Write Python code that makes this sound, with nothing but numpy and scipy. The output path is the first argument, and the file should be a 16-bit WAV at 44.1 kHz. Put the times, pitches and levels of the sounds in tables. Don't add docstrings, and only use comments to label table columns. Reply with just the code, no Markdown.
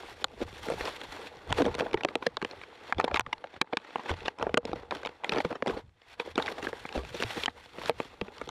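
import sys
import numpy as np
from scipy import signal
from scipy.io import wavfile

SR = 44100
rng = np.random.default_rng(int(sys.argv[2]) if len(sys.argv) > 2 else 0)


def output_pcm(signal):
    pcm = np.clip(np.atleast_2d(signal).T, -1, 1) * 32767
    wavfile.write(sys.argv[1], SR, np.round(pcm).astype(np.int16))


def amplitude_ratio(level_db):
    exponent = np.asarray(level_db, float) / 20
    return 10 ** exponent


N = 374850


# peak time in seconds, housing thud in dB,
# sheet body in dB, crisp edge in dB, airy top in dB against the edge.
SNAPS = [(.243, -26, -13.5, -17, -7.5), (.855, -28, -33, -25.5, -23), (1.526, -21, -16, -18, -8.5),
         (1.751, -25.5, -25.5, -25, -6), (1.798, -20, -21.5, -26, -13), (2.035, -25.5, -31, -24, -21),
         (2.049, -10, -15, -18.5, -15), (2.155, -13, -19, -17, -15), (2.37, -29, -20.5, -22.5, -22),
         (2.448, -22.5, -23, -25.5, -11), (2.925, -29.5, -10.5, -34, -20), (3.0, -19, -5.5, -22, -26),
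         (3.011, -25, -13, -20, -18), (3.047, -14, -14.5, -17, -11), (3.144, -14, -13.5, -15.5, -21),
         (3.196, -19, -6, -14, -21), (3.208, -45, -13, -18, -16), (3.771, -23, -17, -15, -16),
         (3.958, -27, -15.5, -27.5, -16), (4.427, -22, -16, -27, -23), (4.543, -6.5, -10.5, -15.5, -19),
         (4.91, -45, -23, -27, -14), (5.245, -34, -19, -27, -13), (5.294, -24, -23, -19.5, -13.5),
         (5.404, -25, -16, -28, -18), (6.379, -12, -13, -22, -15), (7.225, -16.5, -16, -19.5, -13),
         (7.236, -21.5, -23.5, -17.5, -25), (7.436, -33, -29, -19, -40), (7.459, -31.5, -21, -18, -11),
         (7.896, -6, -13, -22.5, -17), (4.653, -20, -31, -26, -5.5), (5.624, -17, -17.5, -30, -24),
         (.701, -18.5, -31, -38, -3), (7.202, -24.5, -36, -31.5, -6)]


def snaps():
    return [(*row, 1) for row in SNAPS]


# peak time in seconds, housing thud in dB, sheet body in dB,
# crisp edge in dB, airy top in dB against the edge.
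FOLDS = [(.875, -33, -41, -29.5, -24), (1.584, -15.5, -20, -29.5, -14), (1.621, -10.5, -20, -27, -13),
         (1.663, -15, -23, -36, -2), (1.807, -14, -22, -24.5, -15), (1.943, -9.5, -17, -46, -17),
         (1.975, -30, -26.5, -35.5, -20), (2.267, -11, -14, -16.5, -16.5), (2.984, -21, -33, -31, -21),
         (3.08, -37, -15.5, -36.5, -10), (3.16, -42, -12.5, -21, -13), (3.172, -40, -17, -22.5, -15),
         (3.33, -32, -18.5, -22, -12), (3.616, -8, -8, -8, -17), (3.733, -20, -24, -29, -31),
         (4.095, -26, -22, -34, -6), (4.115, -24, -21, -29.5, -20), (4.282, -30, -14, -21, -18.5),
         (4.575, -1.5, -4, -10.5, -7), (5.06, -25.5, -29, -31, -11), (5.322, -24.5, -17.5, -30, -18),
         (5.384, -17.5, -23.5, -28.5, -22), (5.45, -18, -23, -33, -12), (5.672, -18.5, -29, -33.5, -13),
         (5.679, -19, -28, -30, -13), (5.697, -19.5, -27.5, -38, -21), (6.199, -24, -20, -27, -20),
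         (6.357, -27.5, -34, -30.5, -15), (6.628, -30, -28.5, -37.5, -6), (6.648, -27, -28, -37, -15)]


def folds():
    return [(*row, 3.07) for row in FOLDS]


def dull(rows, swell_ms):
    return [(*row, -18, swell_ms) for row in rows]


# peak time in seconds, housing thud in dB, sheet body in dB, crisp edge in dB.
POPS = [(.809, -30, -24, -40), (1.52, -38, -23, -46), (1.682, -20, -26.5, -49), (1.866, -30, -25, -43),
        (2.087, -31, -25, -32), (2.225, -33, -24.5, -39), (2.417, -35.5, -24.5, -35),
        (2.426, -22.5, -24.5, -39), (3.113, -23, -26, -34), (3.265, -41, -27, -58),
        (3.442, -31, -24.5, -46), (3.727, -29, -24.5, -43), (3.984, -35.5, -31, -44),
        (4.397, -37, -29, -37), (4.411, -31.5, -25, -48), (4.468, -14, -21, -46), (4.916, -25, -27.5, -42),
        (4.923, -28, -22, -48), (5.033, -32, -28, -44), (5.237, -36, -26, -43), (5.528, -21.5, -26.5, -46),
        (5.662, -24, -22, -40), (6.399, -29, -20, -43), (6.48, -41, -21, -38), (6.853, -25.5, -26.5, -49),
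        (7.481, -22.5, -19.5, -41), (8.415, -25, -24, -46), (1.124, -40, -37, -37), (2.636, -48, -34, -40),
        (3.645, -42, -39, -56), (3.673, -46, -39, -60), (3.848, -48, -38, -49), (3.907, -49.5, -38, -50),
        (7.816, -37, -29, -41), (1.205, -44, -38, -51), (5.091, -35, -35, -45), (4.188, -50, -40, -44),
        (3.381, -57, -42, -45), (2.009, -37.5, -27, -40), (4.631, -38, -42, -56), (3.563, -42, -37, -53)]


def pops():
    return dull(POPS, swell_ms=1.95)


# peak time in seconds, housing thud in dB, sheet body in dB,
# crisp edge in dB.
KNOCKS = [(.686, -22.5, -27, -44), (.721, -18.5, -34, -51), (.737, -27, -42, -40), (1.645, -24, -37, -38),
          (1.654, -19, -26, -30), (1.822, -16, -47, -46), (1.862, -22, -43, -48), (1.932, -29, -32, -28.5),
          (3.043, -6, -19, -19), (4.494, -24, -32, -41), (4.694, -22.5, -43, -48), (4.732, -17, -29.5, -36),
          (5.336, -23, -27, -30), (5.36, -20, -29, -27), (5.368, -21, -23, -44), (5.375, -24.5, -23, -40),
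          (5.708, -33, -32, -41), (6.583, -26.5, -32, -38), (6.67, -21.5, -21.5, -38),
          (6.73, -25, -28.5, -43), (6.978, -19.5, -30.5, -33.5), (7.332, -44, -31, -39),
          (7.785, -25.5, -35, -49), (8.002, -15, -19, -31.5), (8.214, -20, -28, -42),
          (1.784, -23, -36, -31), (4.716, -27, -36, -41), (6.275, -27, -42, -47), (6.487, -30, -30, -35),
          (3.995, -31, -30, -46), (4.059, -35.5, -31, -44), (4.958, -30.5, -38, -51),
          (4.758, -32, -49, -49), (6.386, -16, -20, -28), (8.475, -32.5, -42, -42), (.528, -39, -49, -45),
          (2.533, -35, -40, -55), (8.054, -37, -50, -52), (8.282, -33.5, -36, -55), (3.541, -37, -46, -43),
          (6.517, -28.5, -43.5, -46), (7.035, -33, -46, -41), (4.833, -35, -38, -53),
          (7.835, -39, -36, -37)]


def knocks():
    return dull(KNOCKS, swell_ms=1.49)


# peak time in seconds, housing thud in dB, sheet body in dB,
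# crisp edge in dB.
SHOVES = [(.416, -19, -36, -41), (1.505, -25, -29.5, -35.5), (1.604, -13, -27, -40),
          (1.667, -18.5, -41, -49), (4.001, -46, -32, -45), (4.257, -31, -29, -28),
          (5.348, -20.5, -26, -37), (5.51, -25, -29, -41), (5.556, -29, -31, -40), (5.688, -20.5, -39, -41),
          (5.772, -23, -40, -44), (6.955, -21, -35, -35), (7.148, -26.5, -35.5, -36),
          (7.373, -21.5, -50, -41), (.22, -34, -46, -47), (.378, -37.5, -58.5, -62), (.335, -40, -63, -62),
          (7.908, -30, -31, -44)]


def shoves():
    return dull(SHOVES, swell_ms=10.7)


# peak time in seconds, level in dB.
TICKS = [(.881, -35), (1.015, -31.5), (1.271, -37.5), (1.37, -46), (1.744, -30), (2.512, -33), (2.615, -36),
         (3.472, -42.5), (4.387, -35), (4.97, -36), (5.051, -26.5), (5.071, -28), (6.018, -49.5),
         (6.424, -28), (6.461, -30), (6.469, -30), (6.891, -34.5), (7.306, -32), (7.859, -29), (8.213, -28),
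         (8.382, -40), (4.14, -36.5), (4.206, -40), (6.926, -35), (7.05, -39), (7.66, -42.5), (0.57, -42.5),
         (.632, -49), (2.947, -41.5), (6.806, -44), (7.313, -38), (.897, -43), (5.894, -60), (3.788, -48),
         (3.8, -50), (0.284, -51), (8.44, -45), (.43, -41), (7.886, -47), (1.912, -39), (7.496, -47.5),
         (7.507, -53), (8.491, -29)]


def ticks():
    return [(s, db - 6.5, db, db, -18, 1.27) for s, db in TICKS]


# frequency in Hz, level in dB, t60 in seconds.
HOUSING_MODES = [(115, -15, .06), (175, -11, .05), (240, -6, .04), (310, -3, .032), (400, -1.5, .032),
                 (478, -1, .04), (580, -3, .03), (700, -4, .025)]
# lowest mode in Hz, highest mode in Hz, tilt in dB per octave, t60 in seconds.
SHEET_BODY = (800, 2400, -1.5, .021)
CRISP_EDGE = (2400, 5600, -10, .013)
AIRY_TOP = (6000, 13000, -17, .008)


def creases():
    blows = snaps() + folds() + pops() + knocks() + shoves() + ticks()
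    s, thud_db, body_db, edge_db, air_db, swell_ms = np.transpose(blows)[:, :, None]
    lead = 700
    t_ms = (np.arange(2 * lead) - lead) * 1000 / SR
    rise_ms = np.maximum(swell_ms - .7, .15)
    side_ms = np.where(t_ms < -.4, .42 * rise_ms, .7 * rise_ms + .15)
    swell = np.exp(-np.abs(t_ms + .4) / side_ms)
    slips = rng.standard_normal((len(s), len(t_ms))) ** 3 * swell

    body_modes = sheet_modes(*SHEET_BODY, count=14)
    edge_modes = sheet_modes(*CRISP_EDGE, count=11)
    air_modes = sheet_modes(*AIRY_TOP, count=10)
    thud = amplitude_ratio(thud_db - 2.5) * struck(HOUSING_MODES, slips, detune=.07, uneven_db=2)
    body = amplitude_ratio(body_db - .5) * struck(body_modes, slips, detune=.05, uneven_db=1.5)
    edge = amplitude_ratio(edge_db + .5) * struck(edge_modes, slips, detune=.05, uneven_db=1.5)
    air = amplitude_ratio(edge_db + air_db) * struck(air_modes, slips, detune=.05, uneven_db=2)

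    out = np.zeros(N + 8 * lead)
    for start, hit in zip((s[:, 0] * SR).astype(int), thud + body + edge + air):
        out[start:start + len(hit)] += hit
    dulled = filtered(out[lead:lead + N], 4, 11500)
    return filtered(dulled, 2, 165, "high")


def sheet_modes(low_hz, high_hz, tilt_db, t60, count):
    hz = np.geomspace(low_hz, high_hz, count)
    octaves = np.log2(hz / low_hz)
    return np.transpose([hz, tilt_db * octaves, t60 * .72 ** octaves])


def struck(modes, bursts, detune, uneven_db):
    hz, level_db, t60 = np.transpose(modes)[:, None, :, None]
    chance = rng.standard_normal((len(bursts), 3, len(modes), 1))
    t = np.arange(int(.8 * SR * t60.max())) / SR
    tuned_hz = hz * np.exp(detune * chance[:, 0])
    tone = np.sign(chance[:, 2]) * np.sin(2 * np.pi * tuned_hz * t)
    decay = amplitude_ratio(level_db + uneven_db * chance[:, 1] - 60 * t / t60)
    response = np.sum(tone * decay, axis=1)
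    padded = np.pad(response, [(0, 0), (0, 3300 - len(t))])
    sound = signal.fftconvolve(bursts, padded, axes=1)
    return sound / np.max(np.abs(sound), axis=1, keepdims=True)


# release in seconds,
# build-up in seconds per 10 dB, housing rub in dB, paper hiss in dB.
PULLS = [(0.22, 0.1, -50.5, -52.5), (0.428, 0.03, -37, -46), (0.4, .1, -54, -60), (1.275, 0.06, -47, -49),
         (1.5, 0.06, -46, -51), (0.12, 0.1, -52, -52), (8.14, 0.1, -58, -58), (6.52, .06, -42, -45),
         (.71, 0.04, -33.5, -47), (0.89, 0.12, -38, -44), (1.262, 0.4, -45, -48.5),
         (1.604, 0.0465, -32.5, -35), (1.789, -0.06, -28, -37), (2.911, 0.15, -50, -46.5),
         (3.155, 0.01, -27.5, -32.5), (3.572, 0.1, -54, -56), (3.945, 0.15, -55, -54),
         (4.108, 0.03, -32.5, -37), (4.275, 0.07, -44.5, -47.5), (4.085, .08, -47, -49),
         (4.95, -0.12, -39, -40.5), (4.645, .08, -50, -58), (5.792, 0.08, -40, -51), (6.135, .07, -62, -50),
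         (6.778, 0.1, -54, -53), (6.657, 0.04, -38.5, -44.5), (6.967, 0.03, -40, -46),
         (7.232, 0.09, -41.5, -42.5), (7.44, 0.31, -46, -43), (5.41, 0.1, -41, -45),
         (7.886, 0.08, -40.5, -41.5), (6.313, .05, -48, -50), (.594, 0.12, -55, -51),
         (.96, -0.34, -44, -42.5), (1.035, -0.16, -48, -41.5), (4.22, .2, -53, -51), (6.595, .08, -43, -49),
         (7.997, 0.04, -57, -50), (7.31, 0.04, -53, -41.5), (2.64, 0.3, -54, -55), (3.462, 0.15, -55, -60)]
# jerk in seconds, dying time in seconds per 10 dB,
# housing rub in dB, paper hiss in dB.
SLIDES = [(0.0, 0.15, -49, -51), (0.099, -0.02, -43, -44), (.475, 0.1, -51, -53), (2.228, .035, -44, -48),
          (2.09, .06, -46, -51), (5.452, .05, -46, -49), (0.638, 0.4, -51, -47.5),
          (.79, 0.16, -45.5, -43.5), (1.29, 0.3, -52, -56.5), (1.63, 0.24, -38, -48),
          (1.82, 0.2, -40, -52.5), (2.264, 0.03, -45, -55), (2.45, 0.44, -51.5, -54.5),
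          (2.997, 0.0741, -32, -44), (3.27, 0.07, -52.5, -61.5), (3.64, 0.3, -60, -66),
          (3.975, 0.12, -46, -50), (4.4, 0.12, -38, -50), (4.292, .07, -55, -58), (4.76, 0.12, -47.5, -53),
          (4.925, 0.16, -45, -49.5), (5.246, 0.15, -45, -54), (5.334, -0.06, -34, -41),
          (5.5, 0.11, -47, -56.5), (5.675, -0.04, -44, -53), (6.04, 12, -69, -75), (6.205, 0.025, -42, -45),
          (6.26, .04, -43, -51), (6.385, 0.12, -39, -44), (6.689, 0.02, -40.5, -46.5),
          (6.991, 0.03, -42.5, -49), (7.26, 0.2, -49, -48.5), (7.45, -0.27, -50, -50),
          (8.005, 0.14, -52, -51), (8.23, 1, -55, -61), (3.522, 0.04, -56, -57), (1.11, 0.1, -54.5, -53.5),
          (4.68, 0.04, -42.5, -49), (5.7, 0.05, -39.5, -46.5), (6.79, 0.13, -52.5, -51.5),
          (7.57, 0.6, -58.5, -57.5), (7.74, 0.5, -61, -74.5), (3.847, .12, -56, -56), (8.34, 3.5, -57, -56)]


def handling():
    let_go_s, jerk_s = .013, .014
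    s, slow_s, *peaks_db = np.transpose(PULLS + SLIDES)
    pulled = np.arange(len(s)) < len(PULLS)
    rise_s = np.where(pulled, slow_s, jerk_s)
    fall_s = np.where(pulled, let_go_s, slow_s)
    return [swells(s, db, rise_s, fall_s, rest_db=-80) for db in peaks_db]


# frequency in Hz, level in dB per Hz.
HISS_SPECTRUM = [(410, -22), (700, -4), (1770, 1.5), (3840, -7), (5000, -13), (6480, -18), (10400, -25.5),
                 (13000, -33), (15000, -45)]


def hiss(level_db):
    crackle = rms_one(grains(1200 * amplitude_ratio(5.0 * drift(30)), spread_db=5))
    stray = rms_one(grains(70 * amplitude_ratio(5.0 * drift(8)), spread_db=4))
    white = rng.standard_normal((2, N)) + 1.2 * crackle + .3 * stray
    gusts = amplitude_ratio(1.9 * drift(45))
    fibres = rms_one(coloured(white, HISS_SPECTRUM, patchy_db=1, rate=25) * gusts)
    low = filtered(fibres, 1, 3470)
    bright_db = 0.18 * (level_db + 50.5)
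    return amplitude_ratio(level_db) * (low + amplitude_ratio(bright_db) * (fibres - low))


def rub(level_db):
    slips = grains(2500 * amplitude_ratio(3.0 * drift(25)), spread_db=3.5)
    modes = np.vstack([HOUSING_MODES, sheet_modes(820, 1640, -10.0, 0.03, count=5)])
    dealt = rng.integers(0, len(modes), N)
    body = 0
    for k, (hz, db, t60) in enumerate(modes):
        body = body + amplitude_ratio(db) * ring(slips * (dealt == k) + 1e-18, hz, 0.9 * t60)
    body = filtered(body, 2, [250, 1800], "band")
    return amplitude_ratio(level_db) * rms_one(body * amplitude_ratio(1.54 * drift(21.6)))


# time in seconds, level above 6 kHz in dB.
UNCOVERED = [(0, 3), (.6, 7), (.72, 7.5), (.85, 1.5), (1.1, 2), (1.9, -2), (2.4, -3), (3.3, -8.5),
             (4.4, -12), (4.7, -6.5), (5.5, -1), (5.7, 2.5), (6.0, -1.5), (6.6, 3), (7.2, 5), (7.9, 2.5),
             (8.05, 2.5), (8.5, 0.5)]
# resonance in Hz,
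# width in Hz, level added in dB.
RESONANCES = [(478, 36, -10), (882, 31, -9), (3600, 740, -6)]


def port(x):
    for hz, width_hz, db in RESONANCES:
        x = x + amplitude_ratio(db) * signal.lfilter(*signal.iirpeak(hz, hz / width_hz, fs=SR), x)
    s, top_db = np.transpose(UNCOVERED)
    low = filtered(x, 1, 6000)
    return low + amplitude_ratio(np.interp(np.arange(N) / SR, s, top_db)) * (x - low)


# start in seconds, level in dB, answering low mode in Hz.
THUMPS = [(1.512, -26, 95), (4.106, -25, 84), (5.449, -24, 171), (6.968, -28.5, 64), (7.245, -28, 114),
          (1.944, -32, 125), (8.218, -23, 196), (3.2, -32, 110), (2.966, -30, 90), (0.82, -39, 80),
          (.435, -33, 87)]


def thumps():
    palm_ms, cycles = 3, 16
    out = np.zeros(N)
    push = np.hanning(int(palm_ms * SR / 500))
    for s, db, hz in THUMPS:
        after = out[int(s * SR):int(s * SR) + SR // 2]
        after += amplitude_ratio(db) * ring(signal.unit_impulse(len(after)), hz, cycles / hz)
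    return np.convolve(out, push / push.sum())[:N]


# peak time in seconds, level in dB, dying time in seconds per 10 dB.
JOLTS = [(0.0, -57.5, 2.5), (.415, -45, 0.27), (.756, -44, 0.1), (1.509, -39, 0.22), (1.962, -34, -0.38),
         (2.44, -50, .03), (2.975, -45.5, 0.12), (3.14, -44, 0.07), (5.05, -52, 0.03), (1.1, -55, 0.1),
         (6.08, -63, .2), (3.28, -45.5, -0.06), (3.4, -50, -0.1), (3.58, -52, -0.2), (2.58, -52, .02),
         (6.66, -52, 0.06), (4.121, -45, 0.06), (4.24, -48, .04), (4.424, -46, 0.23), (4.72, -54.5, 0.3),
         (5.328, -53, 0.16), (5.72, -47, 0.11), (6.28, -53.5, 0.5), (6.98, -50.5, 0.4), (7.377, -54.5, 0.2),
         (7.75, -55, 0.5), (8.4, -53.5, 5)]


def rumble():
    s, jolt_db, dying_s = np.transpose(JOLTS)
    level_db = swells(s, jolt_db, .018, dying_s, rest_db=-92)
    lumps = rng.standard_normal(N) * amplitude_ratio(4.0 * drift(9))
    grip = rms_one(ring(rng.standard_normal(N), hz=80.5, t60=0.22))
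    lows = rms_one(filtered(lumps, 2, [35, 125], "band"))
    return amplitude_ratio(level_db) * rms_one(lows + 0.6 * grip)


# frequency in Hz, level in dB per Hz.
ROOM_SPECTRUM = [(18, -45.5), (30, -29), (66, -13), (134, -16), (822, -15.5), (9000, -15), (14000, -35)]


def room_tone():
    white = rng.standard_normal((2, N))
    return amplitude_ratio(-84) * coloured(white, ROOM_SPECTRUM, patchy_db=3.0, rate=3.9)


def rms_one(x):
    return x / np.sqrt(np.mean(x ** 2) + 1e-20)


def filtered(x, order, hz, kind="low"):
    return signal.sosfilt(signal.butter(order, hz, kind, fs=SR, output="sos"), x)


def drift(rate):
    r = np.exp(-40 * np.pi * rate / SR)
    coarse = rng.standard_normal(N // 20 + 2002)
    slow = signal.lfilter([1], [1, -2 * r, r * r], coarse)[2000:]
    return np.interp(np.arange(N) / 20, np.arange(len(slow)), rms_one(slow))


def grains(per_s, spread_db):
    sizes = amplitude_ratio(spread_db * np.minimum(rng.exponential(1, N), 5))
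    signs = rng.choice([-1, 1], N)
    return sizes * signs * (rng.random(N) < per_s / SR) + 1e-18


def ring(clicks, hz, t60):
    r = amplitude_ratio(-60 / (t60 * SR))
    w = 2 * np.pi * hz / SR
    return signal.lfilter([0, np.sin(w)], [1, -2 * r * np.cos(w), r * r], clicks)


def coloured(white, spectrum, patchy_db, rate):
    hz, level_db = np.transpose(spectrum)
    edges = np.geomspace(hz[0], hz[-1], int(3 * np.log2(hz[-1] / hz[0])) + 1)
    out = 0
    for k, (low, high) in enumerate(zip(edges, edges[1:])):
        band = filtered(white[k % 2], 2, [low, high], "band")
        band_db = np.interp(np.log(low * high) / 2, np.log(hz), level_db)
        out = out + band * amplitude_ratio(band_db + patchy_db * drift(rate))
    return rms_one(out)


def swells(s, peak_db, rise_s, fall_s, rest_db):
    t = np.arange(0, N + 64, 64)[:, None] / SR - s
    side_s = np.maximum(np.where(t < 0, rise_s, fall_s), 1e-3)
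    level_db = peak_db - 10 * np.abs(t) / side_s
    total_db = 10 * np.log10(np.sum(amplitude_ratio(2 * level_db), axis=1) + amplitude_ratio(2 * rest_db))
    return np.interp(np.arange(N) / 64, np.arange(len(t)), total_db)


def scene():
    rub_db, hiss_db = handling()
    paper = port(creases() + hiss(hiss_db) + rub(rub_db))
    return (paper + thumps() + rumble() + room_tone())[None]


def band_limit(x):
    return signal.sosfilt(signal.butter(12, 16450, fs=SR, output="sos"), x)


def record(dry):
    limit_db, release_db_per_s, ceiling = -14.5, 153, .235
    over_db = np.maximum(20 * np.log10(np.abs(dry) + 1e-9) - limit_db, 0)
    climb = release_db_per_s * np.arange(N) / SR
    held_db = np.maximum.accumulate(over_db + climb, axis=1) - climb
    ducked = dry * amplitude_ratio(-signal.lfilter([.02], [1, -.98], held_db))
    capped = ceiling * np.tanh((np.abs(ducked) / ceiling) ** 4) ** .25 * np.sign(ducked)
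    top_cut = signal.cheby2(10, 50, 16400, fs=SR, output="sos")
    mix = signal.sosfilt(top_cut, capped)
    return band_limit(mix)


dry = scene()
out = record(dry)
output_pcm(out)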